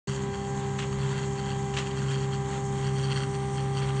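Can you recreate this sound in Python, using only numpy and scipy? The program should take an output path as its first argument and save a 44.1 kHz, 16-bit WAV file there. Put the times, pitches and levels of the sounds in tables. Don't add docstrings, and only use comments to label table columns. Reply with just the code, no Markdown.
import sys
import numpy as np
from scipy import signal
from scipy.fft import rfft, irfft, next_fast_len
from scipy.io import wavfile
from scipy.ndimage import map_coordinates

SR = 44100
rng = np.random.default_rng(int(sys.argv[2]) if len(sys.argv) > 2 else 0)


def wrap_up_sound(samples):
    columns = np.atleast_2d(samples).T
    tamed = np.clip(columns, -1, 1)
    steps = np.round(tamed * 32767).astype(np.int16)
    wavfile.write(sys.argv[1], SR, steps)


N = 176400

# t/s, level/dB before trim
HISS_LEVELS = [(.08, -43.5), (.25, -48.5), (.45, -48.5), (.6, -46.5), (.78, -48), (.95, -49.5), (1.2, -47),
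               (1.38, -47.5), (1.55, -47), (2.0, -47), (2.3, -48.5), (2.42, -49), (2.56, -45.5),
               (2.78, -47.5), (3.0, -49), (3.2, -49.5), (3.38, -50), (3.55, -47.5), (3.7, -50.5),
               (4.0, -49)]
# f/Hz, relative level/dB
WIRE_FRONT_SPECTRUM = [(3000, -24.5), (5000, -19), (5300, -2), (5900, -7.5), (6400, 5), (6850, 7.5),
                       (7250, 2), (7550, 8), (8200, -6.5), (9000, -5.5), (9400, -24)]
# f/Hz, relative level/dB
WIRE_SIDE_SPECTRUM = [(3000, -17), (5000, -18), (5500, 0), (6300, 1), (7100, 1), (7700, -0.5), (8500, 3.5),
                      (9000, -0.5), (9400, -24)]
# f/Hz, relative level/dB
WHIR_SPECTRUM = [(300, -5), (560, 0), (660, -5), (760, 0.5), (920, 8.5), (1250, 0.5), (2000, 0.5),
                 (2350, -4.5), (2850, -4.5), (3300, -2), (4000, -6), (5000, -17), (9000, -20.5)]
# onset t/s, level/dB, decay/s
SCRAPE_BURSTS = [(.785, -34.5, .028), (.818, -42, .025), (1.734, -37.5, .018), (1.764, -31, .02),
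                 (1.781, -33.5, .026), (2.106, -38, .018), (3.815, -41.5, .025)]
# f/Hz, relative level/dB
SCRAPE_SPECTRUM = [(500, -14.5), (1200, 0.5), (1800, -0.5), (2400, 0.5), (2900, 3.5), (3700, -4.5),
                   (4500, -6.5), (5000, -13.5), (5600, -9.5), (7500, -11), (9500, -23.5)]
# centre t/s, half length/s, level/dB
CHATTER_BOUTS = [(0.089, 0.053, -45), (0.187, 0.029, -55), (0.346, 0.015, -48), (0.41, 0.059, -53.5),
                 (0.928, 0.0045, -44.5), (1.031, 0.03, -46), (1.125, 0.028, -47), (1.183, 0.017, -43),
                 (1.232, 0.022, -45), (1.387, 0.02, -47), (1.495, 0.053, -45), (1.872, 0.0091, -44.5),
                 (1.913, 0.0087, -49), (1.983, 0.016, -42.5), (2.029, 0.011, -43.5), (2.135, 0.073, -45),
                 (2.232, 0.021, -46.5), (2.342, 0.016, -41.5), (2.869, 0.037, -43.5), (2.984, .025, -41.5),
                 (3.05, .028, -39.5), (3.121, 0.017, -35), (3.171, 0.013, -35.5), (3.215, 0.037, -41),
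                 (3.349, 0.0096, -41.5), (3.591, 0.025, -44), (3.782, 0.022, -40), (3.837, .015, -40),
                 (3.894, 0.012, -43.5), (3.99, .02, -42)]
# f/Hz, width/Hz, relative level/dB
PULLEY_RESONANCES = [(1170, 250, -3), (1430, 100, 2), (1620, 207, -1.5), (2017, 240, -4), (2720, 240, -3),
                     (3210, 113, 3), (4440, 200, -2.5), (5780, 150, -7.5), (6470, 1300, -16.5),
                     (8800, 500, -17.5)]
# multiple of step rate, initial level/dB, growth/(dB/s)
STEPPER_PARTIALS = [(2, -37.5, 0.11), (2.5, -69, 1.5), (3.5, -67, 0), (5, -51, -0.8), (6, -66, 4),
                    (8, -55, -0.86), (10, -71.5, -6.5), (11, -70.5, 2.5), (12, -64, 0)]
# multiple of turn rate, level/dB
MOTOR_PARTIALS = [(1, -47), (1.5, -48.5), (2.25, -46.5), (4, -51), (8, -57.5), (11, -67), (13, -60.5),
                  (14, -65.5), (15, -59.5), (16, -55.5), (17, -60), (18, -71), (19, -60), (24, -80),
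                  (26, -61.5), (27, -72), (28, -63), (29, -61.5), (30, -59), (31, -75)]
# t/s, level/dB before trim
SHAKE_LEVELS = [(0.08, -27), (0.1, -26), (0.31, -34), (0.33, -43), (0.53, -33), (0.75, -31.5), (1.18, -28),
                (1.38, -34), (1.45, -32.5), (1.8, -32.5), (1.9, -29.5), (2.16, -28), (2.43, -33.5),
                (3.06, -26.5), (3.3, -28), (3.32, -31.5), (3.5, -30), (4.0, -25)]
# f/Hz, relative level/dB
RUMBLE_SPECTRUM = [(20, -12), (40, -22), (60, 1.5), (85, -1.5), (140, 2), (175, -2), (215, -0.5),
                   (255, -6.5), (320, -9.5), (450, -13.5), (560, -16), (660, -20.5), (800, -13.5),
                   (1500, -53)]

TIME_S = np.arange(N) / SR
PADDED_N = next_fast_len(N + SR // 2)


def amp(db):
    return 10 ** (np.asarray(db) / 20)


def unit(x):
    return x / np.sqrt(np.mean(x ** 2) + 1e-20)


def curve(rows):
    return np.interp(TIME_S, *np.transpose(rows))


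def wobble(rate_hz):
    knots = rng.standard_normal(4096)
    return map_coordinates(knots, [TIME_S * rate_hz + 2], mode="wrap")


def tone(cycles):
    return np.sqrt(2) * np.sin(2 * np.pi * (cycles + rng.random()))


def colour(x, spectrum):
    size = 2 ** 18
    hz, db = np.transpose(spectrum)
    f_hz = np.fft.rfftfreq(size, 1 / SR)
    gain = amp(np.interp(np.log(f_hz + 1), np.log(hz), db))
    cepstrum = irfft(np.log(gain))
    cepstrum[1:size // 2] *= 2
    cepstrum[size // 2 + 1:] = 0
    return unit(irfft(rfft(x, size) * np.exp(rfft(cepstrum)))[:N])


def ring(x, modes):
    f_hz = np.fft.rfftfreq(PADDED_N, 1 / SR)
    body = 0
    for k, (hz, width_hz, db) in enumerate(modes):
        damping = 1j * f_hz * width_hz
        body += (-1) ** k * amp(db) * damping / (hz ** 2 - f_hz ** 2 + damping)
    return unit(irfft(rfft(x, PADDED_N) * body, PADDED_N)[:N])


def grit(spread_db, grain_hz):
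    grains = np.interp(TIME_S * grain_hz, np.arange(N), rng.standard_normal(N))
    return unit(amp(spread_db * np.clip(grains, -2, 2)) * rng.standard_normal(N))


def knocks(cycles, scatter_s, decay_s, spread_db=2):
    onsets = np.flatnonzero(np.diff(np.floor(cycles)) > 0)
    late, strength = rng.standard_normal((2048, 2))[:len(onsets)].T
    onsets = np.clip(onsets + late * scatter_s * SR, 0, N - 1).astype(int)
    blows = np.bincount(onsets, amp(spread_db * np.clip(strength, -2, 2)), N)
    envelope = signal.lfilter([1], [1, -np.exp(-1 / (decay_s * SR))], blows)
    return unit(envelope * rng.standard_normal(N))


def wire_hiss(trim_db=-3.0, waver_db=1.8, move_start_s=2.4, move_length_s=0.93):
    angle_rad = np.pi / 2 * np.clip((TIME_S - move_start_s) / move_length_s, 0, 1)
    front = colour(grit(spread_db=1, grain_hz=800), WIRE_FRONT_SPECTRUM)
    side = colour(grit(spread_db=1, grain_hz=800), WIRE_SIDE_SPECTRUM)
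    gain = amp(curve(HISS_LEVELS) + trim_db + waver_db * wobble(30))
    return gain * (np.cos(angle_rad) * front + np.sin(angle_rad) * side)


def bearing_whir(turns, level_db=-48.5, waver_db=2.4):
    beat = knocks(turns, scatter_s=0.0005, decay_s=0.0025)
    rub = grit(spread_db=1.5, grain_hz=810) + 0.48 * beat
    return amp(level_db + waver_db * wobble(9.8)) * colour(rub, WHIR_SPECTRUM)


def scrapes(attack_s=0.007):
    force = np.zeros(N)
    for onset_s, db, decay_s in SCRAPE_BURSTS:
        age_s = TIME_S - onset_s
        rise = np.clip(age_s / attack_s, 0, 1)
        force += amp(db) * rise * np.exp(-np.maximum(age_s - attack_s, 0) / decay_s)
    return force * colour(grit(spread_db=2.5, grain_hz=700), SCRAPE_SPECTRUM)


def pulley_chatter(turns, idle_db=-53, hard_db=-42, split_hz=2900):
    force = amp(idle_db)
    for centre_s, half_s, db in CHATTER_BOUTS:
        force = force + amp(db) * np.exp(-((TIME_S - centre_s) / half_s) ** 2)
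    hits = knocks(2 * turns, scatter_s=0.0007, decay_s=0.0018)
    rub = 0.55 * grit(spread_db=3, grain_hz=700)
    ringing = ring(hits + rub, PULLEY_RESONANCES)
    low = signal.sosfiltfilt(signal.butter(6, split_hz, fs=SR, output="sos"), ringing)
    low_share = np.maximum(force / amp(hard_db), 1) ** -0.34
    return force * (ringing - low + low_share * low)


def stepper(step_hz=198.72, waver_db=0.98, flutter_db=2.5, flutter_hz=5.6,
            screw_turn_s=1.01, swell_peak_s=0.55, swell_decay_s=3.2):
    steps = step_hz * TIME_S
    whine = sum(amp(db + growth_db_per_s * TIME_S + waver_db * wobble(12)) * tone(k * steps)
                for k, db, growth_db_per_s in STEPPER_PARTIALS)
    first_db = -39.5 - 1.17 * TIME_S
    flutter = np.sin(2 * np.pi * flutter_hz * TIME_S + wobble(2.7))
    first = amp(first_db + flutter_db * flutter) * tone(steps)
    fourth_db = -45.5 + 1.0 * TIME_S
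    depth = 0.7 * np.exp(-TIME_S / swell_decay_s)
    swell = 1 + depth * np.cos(2 * np.pi * (TIME_S - swell_peak_s) / screw_turn_s)
    fourth = amp(fourth_db) * swell * tone(4 * steps)
    return whine + first + fourth


def motor(turns, hum_waver_db=1.26, shake_trim_db=-2.0, shake_waver_db=1.6, rumble_db=-41.0):
    contour_db = curve(SHAKE_LEVELS)
    hum = sum(amp(db + hum_waver_db * wobble(12)) * tone(k * turns) for k, db in MOTOR_PARTIALS)
    shake = amp(contour_db + shake_trim_db + shake_waver_db * wobble(10)) * tone(2 * turns)
    follow_db = 0.1 * (contour_db - contour_db.mean())
    rumble = amp(rumble_db + follow_db) * colour(rng.standard_normal(N), RUMBLE_SPECTRUM)
    return hum + shake + rumble


def scene(motor_hz=67.9, drift_hz=0.033):
    turns = np.cumsum(motor_hz + drift_hz * wobble(4)) / SR
    drive = motor(turns) + stepper() + bearing_whir(turns)
    return (drive + pulley_chatter(turns) + wire_hiss() + scrapes())[None]


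def record(dry, start_s=0.072, fade_s=0.003, cutoff_hz=9450):
    faded = dry * np.clip((TIME_S - start_s) / fade_s, 0, 1)
    passband = np.fft.rfftfreq(PADDED_N, 1 / SR) < cutoff_hz
    return irfft(rfft(faded, PADDED_N) * passband, PADDED_N)[:, :N]


dry = scene()
out = record(dry)
wrap_up_sound(out)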